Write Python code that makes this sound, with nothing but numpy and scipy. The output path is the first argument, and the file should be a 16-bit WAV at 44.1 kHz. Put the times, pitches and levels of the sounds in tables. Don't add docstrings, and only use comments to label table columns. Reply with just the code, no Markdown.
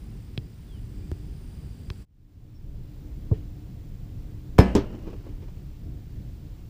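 import sys
import numpy as np
from scipy import signal
from scipy.fft import rfft, irfft, next_fast_len
from scipy.io import wavfile
from scipy.ndimage import map_coordinates

SR = 44100
rng = np.random.default_rng(int(sys.argv[2]) if len(sys.argv) > 2 else 0)


def to_wav(s):
    ch = np.atleast_2d(s).T
    pcm = np.round(np.clip(ch, -1, 1) * 32767)
    wavfile.write(sys.argv[1], SR, pcm.astype(np.int16))


N = 295320
TIME = np.arange(N) / SR
AGE = np.arange(SR * 2) / SR


# pitch_hz, width_hz, level_db
HUM_BANDS = [(115, 12.2, -52.5), (298.5, 5.3, -59)]
# pitch_hz, width_hz, level_db
INSECT_BANDS = [(4750, 220, -78.5), (5140, 220, -81), (7660, 280, -78.5), (8520, 280, -79),
                (9270, 350, -77.5), (10000, 300, -81.5)]
# pitch_hz, level_db (rms)
WHINE_TONES = [(7337, -84), (14626, -92), (14675, -76.5), (14723, -77)]
# frequency_hz, level_db (per Hz)
MIDFIELD_RUMBLE = [(12, -30), (20, -5.5), (43, 4), (140, -5.5), (199, -11), (240, -12.5), (298, -20.5),
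                   (317, -29.5), (348, -18), (606, -35), (800, -38.5), (1040, -80), (1760, -120)]
GOALMOUTH_RUMBLE = [(12, -27), (20, 4), (113, -1), (182, -9), (209, -14.5), (263, -16.5), (293, -13.5),
                    (322, -19), (675, -35.5), (729, -30.5), (800, -70), (1040, -71), (1760, -120)]
# frequency_hz, level_db (per Hz)
MIDFIELD_AIR = [(300, -13.5), (800, 5.5), (1300, 1.5), (3300, -0.5), (3800, -2.5), (5300, -3.5), (7000, -9),
                (11000, -12.5), (15000, -14)]
GOALMOUTH_AIR = [(300, -18), (800, 6), (1300, 0.5), (2500, -1), (5000, -3.5), (7000, -8.5), (11000, -12.5),
                 (15000, -11.5)]
# start_s, length_s, start_pitch_hz, end_pitch_hz, level_db
BIRD_NOTES = [(0.676, 0.12, 3580, 2830, -62), (.97, 0.043, 2500, 2340, -71),
              (1.017, 0.041, 2350, 2450, -66), (2.542, .045, 5450, 5450, -68)]
# start_s, thump_level_db, pitch_hz, swell_s, tick_level_db, tick_centre_hz, tick_width_octaves
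KNOCKS = [(.377, -21, 100, .0072, -25.5, 3100, .48), (1.1163, -21, 74, .0085, -48, 1900, .7),
          (1.902, -23, 70, .0082, -32.5, 2300, 2.2)]
# pitch_hz, level_db, t60_s
TICK_MODES = [(1050, -1, .012), (1650, 2, .007), (2550, 1, .008), (3300, -1, .01), (4000, 1, .007),
              (5200, 0, .006), (6300, -8, .005), (11500, -5, .002)]
# frequency_hz, level_db (per Hz)
TURF_COLOUR = [(100, -13.5), (380, 4.5), (600, -18.5), (1000, -23), (3000, -58), (6000, -51), (12000, -73)]
# frequency_hz, level_db (per Hz)
TREE_COLOUR = [(200, 3.5), (450, 1.5), (1000, -14.5), (3000, -13), (6000, -28), (12000, -43)]
# pitch_hz, level_db, t60_s
BOOT_MODES = [(555, 0.5, 0.025), (884, -6, .018)]
# pitch_hz, level_db, t60_s
FRAME_MODES = [(59, -17.5, .8), (188, -13, .42), (243, -19, .2), (281, -21, .27), (367, -21, .38),
               (412, -24, .22), (480, -30, .5), (586, -27.5, .32), (687, -27, .35), (750, -34, .4),
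               (826, -30, .4), (918, -31, .35), (965, -38, .45), (1006, -33, .35), (1111, -34, .35),
               (1237, -39, .35), (1288, -36, .35), (1470, -41, .3), (1518, -39, .35), (1654, -36, .32),
               (1743, -33, .35), (2035, -35, .33), (2345, -39, .35), (2565, -43, .45), (2830, -53, 1.3),
               (3066, -48, .7), (4018, -46, .22), (5169, -37, .19), (8250, -58, .5), (11070, -54, .2)]
# pitch_hz, level_db, t60_s
BOUNCE_MODES = [(62.4, -16.5, 0.17), (123, -22.5, 0.22), (214, -13, 0.088), (280, -7, 0.041),
                (402.6, -14, 0.075), (470, -51, 0.14), (557, -34, 0.18), (927, -33, 0.088),
                (985, -37, 0.12)]
# start_s, knock_level_db, slap_level_db, click_level_db
BAR_HITS = [(4.7515, 3, -19.5, -22.5), (4.7638, -7.5, -22.5, -32), (4.7773, -5, -33.5, -49)]
# start_s, level_db, swell_s
NET_TUGS = [(4.907, -45, .003), (4.926, -45, 0.014), (5.058, -38, .018), (5.127, -35.5, 0.0044),
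            (5.238, -47, .003), (5.25, -46, 0.014), (5.421, -47, 0.007), (5.477, -46, 0.0047)]
# frequency_hz, level_db (per Hz)
NET_COLOUR = [(120, -13), (200, -5), (360, 1.5), (700, -18.5), (1000, -18.5), (1500, -29.5), (2300, -35),
              (2850, -39), (3500, -51), (5500, -59), (15000, -90)]
CORD_COLOUR = [(500, -10), (2000, 3.5), (2850, 5), (3500, -2), (5500, -2.5), (8000, -15), (15000, -32)]
# frequency_hz, level_db (per Hz)
CRASH_COLOUR = [(150, -16), (250, -4), (397, -4), (589, -12), (1270, -20), (1540, -23.5), (1730, -23),
                (1890, -33), (2060, -20.5), (4520, -43), (5280, -27), (5750, -55), (15000, -46.5)]
SHIMMER_COLOUR = [(130, -11), (220, 1.5), (322, -12), (358, -17), (525, -14.5), (572, -8.5), (964, -34),
                  (1360, -25), (1770, -22), (3090, -30.5), (3490, -36), (4150, -30.5), (14000, -61)]
SLAP_COLOUR = [(150, -14), (300, 4.5), (420, 2.5), (600, -15), (1000, -10), (1300, -19), (2500, -26),
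               (4000, -27.5), (5500, -29.5), (8200, -44), (9500, -53), (15000, -47)]
# frequency_hz, t60_s
CRASH_DECAY = [(300, 0.14), (1500, 0.063), (5000, 0.15), (12000, 0.11)]
SHIMMER_DECAY = [(250, 1.0), (800, 1), (2200, 0.56), (2950, 0.98), (3800, 0.41), (12000, 0.65)]
SLAP_DECAY = [(300, 0.14), (1000, 0.2), (3000, 0.19), (6000, 0.17), (12000, 0.16)]

MOVE_S = 2.055
FADE_OUT_S, FADE_IN_S, HUSH_DB = 0.036, 0.98, -31.5
MIDFIELD_WIND_DB, GOALMOUTH_WIND_DB = -39, -37.5
GUST_DB, GUSTS_PER_S = 0.2, 2.537
KICK_S, POST_S = 3.3132, 4.588
TAP_DB, ECHO_S = -30.5, .018
SWAY_DB, SWAY_T60_S = -42, 1.97
TOP_HZ = 15200


def amp(db):
    return 10 ** (np.asarray(db) / 20)


def unit(x):
    return x / np.sqrt(np.mean(x ** 2) + 1e-20)


def along(points, hz):
    f, v = np.transpose(points)
    return np.interp(np.log(hz + 1), np.log(f + 1), v)


def wobble(rate):
    points = rng.standard_normal(int(N * rate / SR) + 4)
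    return map_coordinates(points, [TIME * rate])


def filtered(x, response):
    size = next_fast_len(len(x) + SR // 2)
    hz = np.fft.rfftfreq(size, 1 / SR)
    return irfft(rfft(x, size) * response(hz), size)[:len(x)]


def noise(colour):
    return unit(filtered(rng.standard_normal(N), lambda hz: amp(along(colour, hz))))


def narrow(bands):
    total = np.zeros(N)
    for pitch, width, db in bands:
        band = filtered(rng.standard_normal(N), lambda hz: 1 / (1 + (2 * (hz - pitch) / width) ** 2))
        total += amp(db) * unit(band)
    return total


def at(start_s, x):
    return np.pad(x, (round(start_s * SR), N))[:N]


def falling(t60):
    return amp(-60 * AGE / t60)


def dying(colour, decays):
    hz, t, cells = signal.stft(noise(colour)[:len(AGE)], SR, nperseg=256)
    cells = cells * amp(-60 * t / along(decays, hz)[:, None])
    return signal.istft(cells, SR, nperseg=256)[1][:len(AGE)]


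def ring(modes, attack, scatter_db, polarity=1):
    tones = np.zeros(len(AGE))
    for k, (hz, db, t60) in enumerate(modes):
        strength = amp(db + scatter_db * rng.standard_normal())
        tones += polarity ** k * strength * falling(t60) * np.sin(2 * np.pi * hz * AGE)
    return tones * (1 - np.exp(-AGE / attack))


def thump(hz, swell, sag, settle):
    u = AGE / swell
    cycles = hz * AGE + sag * (1 - np.exp(-AGE / settle))
    return (u * np.exp(1 - u)) ** 2 * np.sin(2 * np.pi * cycles)


def click(hz, t60):
    band = signal.butter(2, [hz * .5, min(hz * 2, SR / 3)], "band", fs=SR)
    fizz = signal.lfilter(*band, rng.standard_normal(len(AGE)))
    return .5 * unit(fizz) * falling(t60)


def fade():
    opening = np.maximum((MOVE_S - TIME) / FADE_OUT_S, (TIME - MOVE_S) / FADE_IN_S)
    return np.minimum(amp(HUSH_DB) + opening, 1)


def wind():
    midfield = amp(MIDFIELD_WIND_DB) * noise(MIDFIELD_RUMBLE)
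    goalmouth = amp(GOALMOUTH_WIND_DB) * noise(GOALMOUTH_RUMBLE)
    swells_db = GUST_DB * wobble(GUSTS_PER_S) + 1.62 * wobble(9)
    return np.where(TIME < MOVE_S, midfield, goalmouth) * amp(swells_db)


def insects():
    return sum(narrow([band]) * amp(2.8 * wobble(2.87)) for band in INSECT_BANDS)


def hiss():
    midfield = amp(-63.3) * noise(MIDFIELD_AIR) + insects()
    goalmouth = amp(-64.5) * noise(GOALMOUTH_AIR)
    return np.where(TIME < MOVE_S, midfield, goalmouth) * amp(0.37 * wobble(4.54))


def whine():
    total = np.zeros(N)
    for hz, db in WHINE_TONES:
        phase = 2 * np.pi * hz * TIME + .3 * wobble(12)
        total += amp(db) * np.sqrt(2) * np.sin(phase)
    return total


def air():
    return fade() * (wind() + hiss() + narrow(HUM_BANDS) + whine())


def bird():
    song = np.zeros(N)
    for start, length, start_hz, end_hz, db in BIRD_NOTES:
        u = np.clip((TIME - start) / length, 0, 1)
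        pitch = (start_hz + (end_hz - start_hz) * u) * (1 + 0.0082 * wobble(120))
        song += amp(db) * np.sqrt(4 * u * (1 - u)) * np.sin(2 * np.pi * np.cumsum(pitch) / SR)
    return song


def knocks():
    track = np.zeros(N)
    for start, db, hz, swell, tick_db, tick_hz, octaves in KNOCKS:
        modes = [(f, level - 4.3 * (np.log2(f / tick_hz) / octaves) ** 2, t60)
                 for f, level, t60 in TICK_MODES]
        tick = ring(modes, attack=.00003, scatter_db=.5, polarity=-1)
        turf = amp(-15) * noise(TURF_COLOUR)[:len(AGE)] * falling(0.044)
        body = thump(hz, swell, sag=0.67, settle=0.0028) + turf
        track += at(start, amp(db) * body + amp(tick_db) * tick)
    return track


def net():
    pull = at(BAR_HITS[-1][0], amp(SWAY_DB) * falling(SWAY_T60_S))
    for start, db, swell in NET_TUGS:
        u = AGE / swell
        pull = pull + at(start, amp(db) * u * np.exp(1 - u))
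    knocking = pull * unit(noise(NET_COLOUR) * amp(2.5 * wobble(170)))
    cords = unit(noise(CORD_COLOUR) * amp(3.1 * wobble(250)))
    rustle = amp(-43.5) * np.sqrt(np.abs(pull)) * cords
    return knocking + rustle


def rebound():
    track = at(BAR_HITS[0][0], amp(-27) * ring(FRAME_MODES, attack=.003, scatter_db=8))
    for start, knock_db, slap_db, click_db in BAR_HITS:
        slap = amp(slap_db) * dying(SLAP_COLOUR, SLAP_DECAY)
        crack = amp(click_db) * click(hz=3560, t60=0.032)
        knock = amp(knock_db) * ring(BOUNCE_MODES, attack=.0015, scatter_db=1)
        track += at(start, slap + crack + knock)
    return track


def kick():
    tap = amp(TAP_DB) * ring(BOOT_MODES, attack=0.00095, scatter_db=2.0)
    body = amp(-10.0) * thump(hz=93.0, swell=0.0083, sag=0.69, settle=0.0024)
    u = AGE / 0.004
    scuff = amp(-31.5) * noise(TURF_COLOUR)[:len(AGE)] * u * np.exp(1 - u)
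    shell = ring([(430, -21, .06), (640, -36, .04), (920, -41, .04)], attack=.002, scatter_db=.5)
    tail = amp(-48.5) * noise(TREE_COLOUR)[:len(AGE)] * falling(0.36)
    tail *= 1 - np.exp(-AGE / 0.0067)
    return at(KICK_S, tap + body + scuff) + at(KICK_S + 0.011, shell) + at(KICK_S + ECHO_S, tail)


def post():
    graze = amp(-18.0) * dying(CRASH_COLOUR, CRASH_DECAY) * falling(0.11)
    graze += amp(-30) * click(hz=2980, t60=0.042)
    push = amp(0.5) * thump(hz=89, swell=0.0062, sag=0.71, settle=0.0017)
    crash = amp(-10.5) * dying(CRASH_COLOUR, CRASH_DECAY) + amp(-21) * click(hz=2450, t60=0.084)
    shimmer = amp(-26.0) * dying(SHIMMER_COLOUR, SHIMMER_DECAY)
    tones = amp(-1.2) * ring(FRAME_MODES, attack=.0006, scatter_db=.7)
    tones *= amp(1.5 * wobble(140)[:len(AGE)])
    return at(POST_S - .0045, graze) + at(POST_S, push + crash + shimmer + tones)


def scene():
    return (air() + bird() + knocks() + net() + rebound() + kick() + post())[None]


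def record(dry):
    rounded = dry[0] / (1 + np.abs(dry[0] / .95) ** 8) ** (1 / 8)
    return filtered(rounded, lambda hz: 1 / (1 + (hz / TOP_HZ) ** 120))[None]


dry = scene()
out = record(dry)
to_wav(out)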